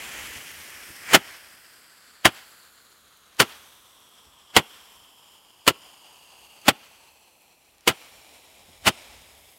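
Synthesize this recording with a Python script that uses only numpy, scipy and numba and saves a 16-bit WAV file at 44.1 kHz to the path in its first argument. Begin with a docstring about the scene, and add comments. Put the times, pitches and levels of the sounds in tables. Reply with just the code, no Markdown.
"""A roman candle burns close by, outdoors at night. Its fuse fizzes inside the cardboard tube,
which rings lower and lower as the fire eats its way down. About once a second a powder charge
throws out a star with a sharp pop that overloads the microphone and echoes faintly.
Each star whooshes away, a few big sparks tick, and a light wind brushes the microphone."""
import sys
import numpy as np
from scipy import signal
from scipy.fft import rfft, irfft, next_fast_len
from scipy.io import wavfile
from scipy.ndimage import uniform_filter1d
from numba import njit

SR = 44100
rng = np.random.default_rng(int(sys.argv[2]) if len(sys.argv) > 2 else 0)


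def master_out(mix):
    """Clip the mix to full scale and print it as 16-bit PCM to the path in sys.argv[1]."""
    frames = np.transpose(np.atleast_2d(mix))
    ceiling = np.clip(frames, -1, 1)
    pcm = np.round(ceiling * 32767).astype(np.int16)
    wavfile.write(sys.argv[1], SR, pcm)


N = 422478
TIME = np.arange(N) / SR

# Levels are relative. A rise or fall is the time a sound takes to grow or fade by 60 dB.
# The shots: t/s, level/dB, hold/s, fall/s, rush level/dB, rush rise/s,
# thump level/dB, crack level/dB, boom f/Hz, boom level/dB
SHOTS = [(1.144, -9, 0.0072, 0.051, -11, 0.11, -3, -3.5, 382, -3),
         (2.253, -7.5, 0.003, 0.07, -13.5, 0.031, -10.5, -6.5, 339.2, -6.5),
         (3.4, -11, 0.0037, 0.08, -2.5, 0.028, -8, -3, 139, -12),
         (4.5642, -7.5, 0.0046, 0.07, -11.5, 0.055, -8.5, -6.5, 469, -1.5),
         (5.676, -9.5, 0.0041, 0.061, -11.5, 0.032, -7.5, -3, 294, -4),
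         (6.681, -9.5, 0.0054, 0.055, -13, 0.072, -8, -4.5, 280, -2),
         (7.8750, -13, 0.0061, 0.079, -8.5, 0.029, -8.5, -4, 485, -0.5),
         (8.8677, -15.5, 0.015, 0.057, -3.5, 0.054, -7.5, -4, 330, -7.5)]
# The bright tone of cracking powder: f/Hz, level/dB
CRACK_TONE = [(1000, -25.5), (3000, -6), (4500, 1), (6000, -4.5), (7200, -2.5), (11000, -7), (15500, -11.5)]


def undb(db):
    """Turn decibels into a number to multiply by."""
    return 10 ** (np.asarray(db) / 20)


def unit(x):
    """Scale a sound to an average strength (rms) of 1."""
    return x / np.sqrt(np.mean(x ** 2))


def colour(x, tone):
    """Shape a sound's bass and treble by rows of f/Hz, level/dB; the result has strength 1."""
    size = next_fast_len(len(x), real=True)
    hz, db = np.transpose(tone)
    bins = np.maximum(np.fft.rfftfreq(size, 1 / SR), 1)
    gain = undb(np.interp(np.log(bins), np.log(hz), db))
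    return unit(irfft(rfft(x, size) * gain, size)[:len(x)])


def noise(tone):
    """The rush of swirling air, with the given tone."""
    return colour(rng.standard_normal(N), tone)


def wobble(rate):
    """Glide to a new random value, typically within 1 of zero, `rate` times a second."""
    step = max(int(SR / rate), 1)
    held = np.repeat(rng.standard_normal(N // step + 1), step)
    return 1.2 * uniform_filter1d(held, step)[:N]


def surge(peak, db, rise, fall):
    """A level that grows until the time `peak`, then dies away."""
    return undb(db - 60 * np.maximum((peak - TIME) / rise, (TIME - peak) / fall))


def burst(start, hold, fall, attack=0.00056, bend=1):
    """Pressure jumps up, holds and dies away; a bend over 1 steepens the end of the fall."""
    envelope = np.zeros(N)
    span = slice(int(start * SR), int(start * SR) + SR // 2)
    age = np.maximum(TIME[span] - start, 0)
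    fade = np.exp(-np.log(1000) * (np.maximum(age - hold, 0) / fall) ** bend)
    envelope[span] = (1 - np.exp(-age / attack)) * fade
    return envelope


def swell(end, rise):
    """Pressure grows faster and faster, then stops at the time `end`."""
    envelope = np.zeros(N)
    span = slice(int(end * SR) - SR // 4, int(end * SR))
    envelope[span] = np.exp(np.log(1000) * (TIME[span] - end) / rise)
    return envelope


@njit
def resonance(x, hz, width_hz):
    """Ring at a moving pitch: a filter that keeps the sound near `hz` and weakens the rest."""
    y, band, low = np.empty(len(x)), 0., 0.
    for i in range(len(x)):
        tuning = np.tan(np.pi * min(hz[i], .45 * SR) / SR)
        damping = np.pi * width_hz / SR * (1 + tuning * tuning) / tuning
        swing = (band + tuning * (x[i] - low)) / (1 + tuning * (tuning + damping))
        band, low = 2 * swing - band, low + 2 * tuning * swing
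        y[i] = damping * swing
    return y


def powder_layer():
    """Each shot bares new powder. Give the burning layer's row, age and used-up share over time."""
    # Layers of slow powder: depth/m, gas level/dB at start and end, spark level/dB at start and end
    layers = [(0.0384, -45, -51.5, -48, -53), (0.0472, -54, -59.5, -53, -65), (.0552, -57.5, -63, -56, -68),
              (0.0679, -58.5, -61, -55, -70.5), (0.0762, -58, -62, -58.5, -66.5),
              (0.0847, -59, -58, -62.5, -62.5), (.0946, -60.5, -68.5, -62.5, -69),
              (.1044, -58, -58, -60.5, -62.5), (.1110, -51.5, -61.5, -63, -59)]
    edges = np.array([0] + [shot[0] for shot in SHOTS] + [N / SR])
    burning = np.searchsorted(edges, TIME, side="right") - 1
    age = TIME - edges[burning]
    return np.array(layers)[burning].T, age, age / np.diff(edges)[burning]


def tube_pitch(sound_m_per_s=343, burn_m_per_s=0.0097):
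    """The empty part of the tube holds a quarter of a wave, so its note sinks as the fire digs down."""
    (depth, *_), age, _ = powder_layer()
    return sound_m_per_s / (4 * (depth + burn_m_per_s * age))


@njit
def bounce(x, hz, share, treble_loss):
    """Sound runs down the tube and returns upside down, losing more treble on each trip."""
    y = x.copy()
    for i in range(128, len(x)):
        place = i - SR / (2 * hz[i])  # one round trip ago
        k = int(place)
        part = place - k
        returned = y[k] + part * (y[k + 1] - y[k])
        smoothed = (y[k - 1] + y[k + 1] + part * (y[k] + y[k + 2] - y[k - 1] - y[k + 1])) / 2
        y[i] -= share[i] * (returned + treble_loss * (smoothed - returned))
    return y


def tube(x, strength, treble_loss):
    """The tube's mouth sends part of a sound back inside, which makes it hollow."""
    # Reflection at the mouth: t/s, share sent back (before `strength` scales it)
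    mouth = [(0, .15), (.9, .46), (2.5, 0.62), (3.7, .46), (5, 0.55), (7.4, 0.52), (8.5, 0.36)]
    share = strength * np.interp(TIME, *np.transpose(mouth))
    return bounce(x, tube_pitch(), share, treble_loss)


def burn_levels(sputter_half_s=0.042):
    """Gas and spark levels in dB: most layers die down as they burn, and the gas sputters at times."""
    # Brief sputters of the fuse: t/s, extra level/dB
    sputters = [(2.17, 1), (5.87, 4), (6.07, 3.5), (6.34, 2), (7.06, 4.5), (8.35, 2.5), (8.6, 2)]
    (_, gas_start, gas_end, sparks_start, sparks_end), _, spent = powder_layer()
    sputter = sum(db * np.exp(-((TIME - t) / sputter_half_s) ** 2) for t, db in sputters)
    gas_db = gas_start + spent * (gas_end - gas_start) + sputter
    return gas_db, sparks_start + spent * (sparks_end - sparks_start)


def fizz(clicks_db, rate, spread_db):
    """Hiss plus the tiny clicks of burning powder grains, a few much larger than the rest."""
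    hiss = rng.standard_normal(N)
    size = undb(spread_db * np.minimum(rng.exponential(size=N), 6))
    clicks = unit((rng.random(N) < rate / SR) * size * rng.standard_normal(N))
    return hiss + undb(clicks_db) * clicks


def fuse():
    """Sputtering gas rings the deepening tube; most sparks spit in the open air above it."""
    # Tones of the escaping gas and of the sparks: f/Hz, level/dB
    gas_tone = [(80, -7.5), (250, 1), (700, -1.5), (1500, -3), (2300, 0), (3250, 4.5), (3750, -2),
                (5000, -2.5), (6300, -6), (8000, -4), (12000, -12), (15500, -21)]
    spark_tone = [(3000, -23), (6300, -6.5), (8000, -4.5), (11000, 0.5), (13500, -1), (15500, -6.5)]
    gas_db, sparks_db = burn_levels()
    gas = fizz(clicks_db=-7.5, rate=3300, spread_db=3) * undb(.9 * wobble(70))
    gas = undb(gas_db) * colour(gas, gas_tone)
    sparks_inside, sparks_outside = (
        undb(sparks_db) * colour(fizz(clicks_db=-5, rate=1300, spread_db=3.5), spark_tone)
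        for _ in range(2))
    hiss = tube(undb(3.5) * gas + undb(-4) * sparks_inside, strength=1.1, treble_loss=.65)
    # the tube's lowest note sits a little flat and sounds strongest
    hollow = resonance(gas, .89 * tube_pitch(), width_hz=260.)
    return undb(-0.78 + 0.51 * wobble(13)) * (hiss + hollow + undb(-1) * sparks_outside)


def first_flame():
    """The early flame roars and flares near the mouth, then swells again as the first star flies off."""
    # Swells of the roar, the last for the first star's whoosh: peak t/s, level/dB, rise/s, fall/s
    swells = [(.22, -40, 11, 1.6), (.76, -47, .35, .6), (1.132, -26.5, 0.25, .08), (1.31, -47, 1.2, .5)]
    roar = noise([(60, -14), (300, -10.5), (1200, -7.5), (2100, -0.5), (3250, -6.5),
                  (3700, -14.5), (5500, -15.5), (7400, -10), (9000, -19.5), (15000, -23)])
    envelope = sum(surge(*row) for row in swells)
    flicker = undb(-0.5 + wobble(40))
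    return tube(roar * envelope * flicker, strength=.8, treble_loss=.6)


def night_air():
    """Light wind and soft bumps on the microphone, over the hush of the night."""
    # Puffs of wind, then bumps: t/s, level/dB
    gusts = [(.15, -69), (.45, -69), (1.03, -71), (8.72, -61.5), (9.3, -66)]
    bumps = [(.35, -48), (.888, -51.5), (1.003, -57), (8.68, -56)]
    # Tones of the wind's rumble and of the quiet night: f/Hz, level/dB
    wind_tone = [(20, -6.5), (45, -1), (75, 4.5), (130, -10), (300, -17.5), (1000, -43.5), (4000, -66.5)]
    night_tone = [(30, -3), (150, 0), (500, 0), (1000, -9.5), (3000, -15), (15000, -31.5)]
    bump_noise = noise([(30, -4.5), (120, 0), (300, -7), (1000, -19), (4000, -62)])
    thuds = bump_noise * sum(undb(db) * burst(t, hold=.015, fall=.15, attack=.003) for t, db in bumps)
    breeze = undb(-77.5) + sum(surge(t, db, rise=0.87, fall=2.5) for t, db in gusts)
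    wind = noise(wind_tone) * breeze * undb(4 * wobble(8.3))
    return wind + thuds + undb(-71) * noise(night_tone)


def shots():
    """Gas rushes past the star, then the charge bursts: a hard pop, a ragged blast, a slower thump."""
    # Powder catching just before a shot: t/s, level/dB, fall/s
    flares = [(1.1320, -11.5, 0.095), (2.2471, -18, .03), (5.6660, -23, .035), (8.852, -40, .04)]
    # Tones of the blast and of the deep thump: f/Hz, level/dB
    blast_tone = [(30, -44.5), (70, -20.5), (200, -7), (450, -0.5), (700, 1), (1400, 2.5), (2300, 0),
                  (3150, 3.5), (3650, -5.5), (5000, -16), (8000, -24.5), (15500, -29.5)]
    thump_tone = [(25, -39), (45, -17), (75, 1), (120, 5), (190, 2.5), (300, 0), (480, -1.5), (700, -10.5),
                  (1500, -29), (5000, -59.5)]
    # Short rings that each blast sets off around the tube: f/Hz, width/Hz, level/dB
    rings = [(362, 76, -1.5), (643, 77, -5), (770, 82, -4), (1330, 75, -1), (2080, 120, -5.5),
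             (2940, 130, -10), (3530, 100, -7.5), (4530, 160, -7)]
    blast, thump, crack, boom = np.zeros((4, N))
    for t, db, hold, fall, rush_db, rise, thump_db, crack_db, boom_hz, boom_db in SHOTS:
        rush = undb(rush_db) * swell(t, rise)
        pop = undb(-6.5) * burst(t, hold, fall=0.021)
        blast += undb(db) * (undb(-2) * rush + pop + burst(t, hold, fall, bend=1.22))
        push = burst(t, hold, 1.25 * fall, attack=.0005)
        # air rushes back into the emptied tube with a second, weak thump
        rebound = undb(-12.5) * burst(t + 0.026, hold=0.0065, fall=0.037, attack=0.0044)
        thump += undb(db + thump_db) * (undb(-10) * rush + push + rebound)
        crack += undb(db + crack_db) * (rush + undb(-2.5) * pop + burst(t, hold, .82 * fall, bend=1.25))
        # each pop has a short, low boom at its own pitch
        note = np.sin(2 * np.pi * boom_hz * (TIME - t))
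        boom += undb(db + boom_db) * burst(t, hold=0.0029, fall=0.041) * note
    for t, db, fall in flares:
        flare = undb(db) * burst(t, .003, fall)
        blast += flare
        crack += undb(-6.5) * flare
    gas = (blast * noise(blast_tone) + crack * noise(CRACK_TONE)) * undb(1.4 * wobble(500))
    gas += thump * noise(thump_tone)
    body = sum(undb(db) * resonance(gas, np.full(N, float(hz)), float(width)) for hz, width, db in rings)
    hollow = resonance(gas, .9 * tube_pitch(), width_hz=300.)
    return undb(-2) * gas + undb(-4.5) * body + undb(-12.5) * hollow + boom


def echo(x, db, fall, build_s):
    """Sound bounces back from ground, trees and houses, building up and then fading."""
    # Tone of the echo: f/Hz, level/dB
    echo_tone = [(60, -11), (250, -2), (900, 0.5), (2000, -3.5), (3200, 4.5), (3800, -4), (6000, -13),
                 (10000, -20.5), (15500, -39.5)]
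    age = TIME[:2 * SR]
    returns = colour(rng.standard_normal(len(age)), echo_tone) * undb(1.8 * wobble(22)[:len(age)])
    returns *= (1 - np.exp(-age / build_s)) * np.exp(-np.log(1000) * age / fall)
    return undb(db) * signal.fftconvolve(x, returns / np.sqrt(np.sum(returns ** 2)))[:N]


def stars():
    """Each star catches fire at the tube's mouth, whooshes and fades as it flies off."""
    # Whooshes of the stars: peak t/s, level/dB, rise/s, fall/s
    flights = [(1.29, -46, .7, 1.1), (2.37, -46.5, .5, 0.7), (3.50, -45, .6, 0.92), (4.74, -52, .8, 1.3),
               (5.85, -58.5, .7, 0.8), (6.83, -52.5, .7, 1.1), (8.02, -50.5, .9, 1.34),
               (9.02, -52.5, .6, 1.9)]
    # Tone of a burning star: f/Hz, level/dB
    star_tone = [(100, -14.5), (400, -7), (1000, -2.5), (1800, -2), (3200, 0), (3800, -6.5), (5000, -6.5),
                 (7000, -12), (15500, -19.5)]
    envelope = sum(surge(*row) for row in flights)
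    whoosh = envelope * noise(star_tone) * undb(wobble(80))
    return tube(whoosh, strength=.33, treble_loss=.5)


def big_sparks():
    """A few large sparks burst, each with a dry tick."""
    # Single sparks: t/s, level/dB
    ticks = [(3.3466, -53), (3.3681, -47), (6.6156, -46), (7.7817, -52.5), (7.8077, -51)]
    envelope = sum(undb(db) * burst(t, hold=.0008, fall=.012, attack=.0002) for t, db in ticks)
    return envelope * noise(CRACK_TONE)


def scene():
    """The candle, its echo and the night air, in one channel."""
    candle = fuse() + first_flame() + shots() + stars() + big_sparks()
    return (candle + echo(candle, db=-41.5, fall=0.37, build_s=.03) + night_air())[None]


def record(dry):
    """The microphone overloads on the pops; the deepest bass and highest treble are cut."""
    ceiling, bottom_hz, top_hz = .92, 38, 15800
    squashed = dry / (1 + np.abs(dry / ceiling) ** 6) ** (1 / 6)
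    thinned = signal.sosfilt(signal.butter(2, bottom_hz, "high", fs=SR, output="sos"), squashed)
    return signal.sosfilt(signal.ellip(10, .1, 75, top_hz, fs=SR, output="sos"), thinned)


dry = scene()
out = record(dry)
master_out(out)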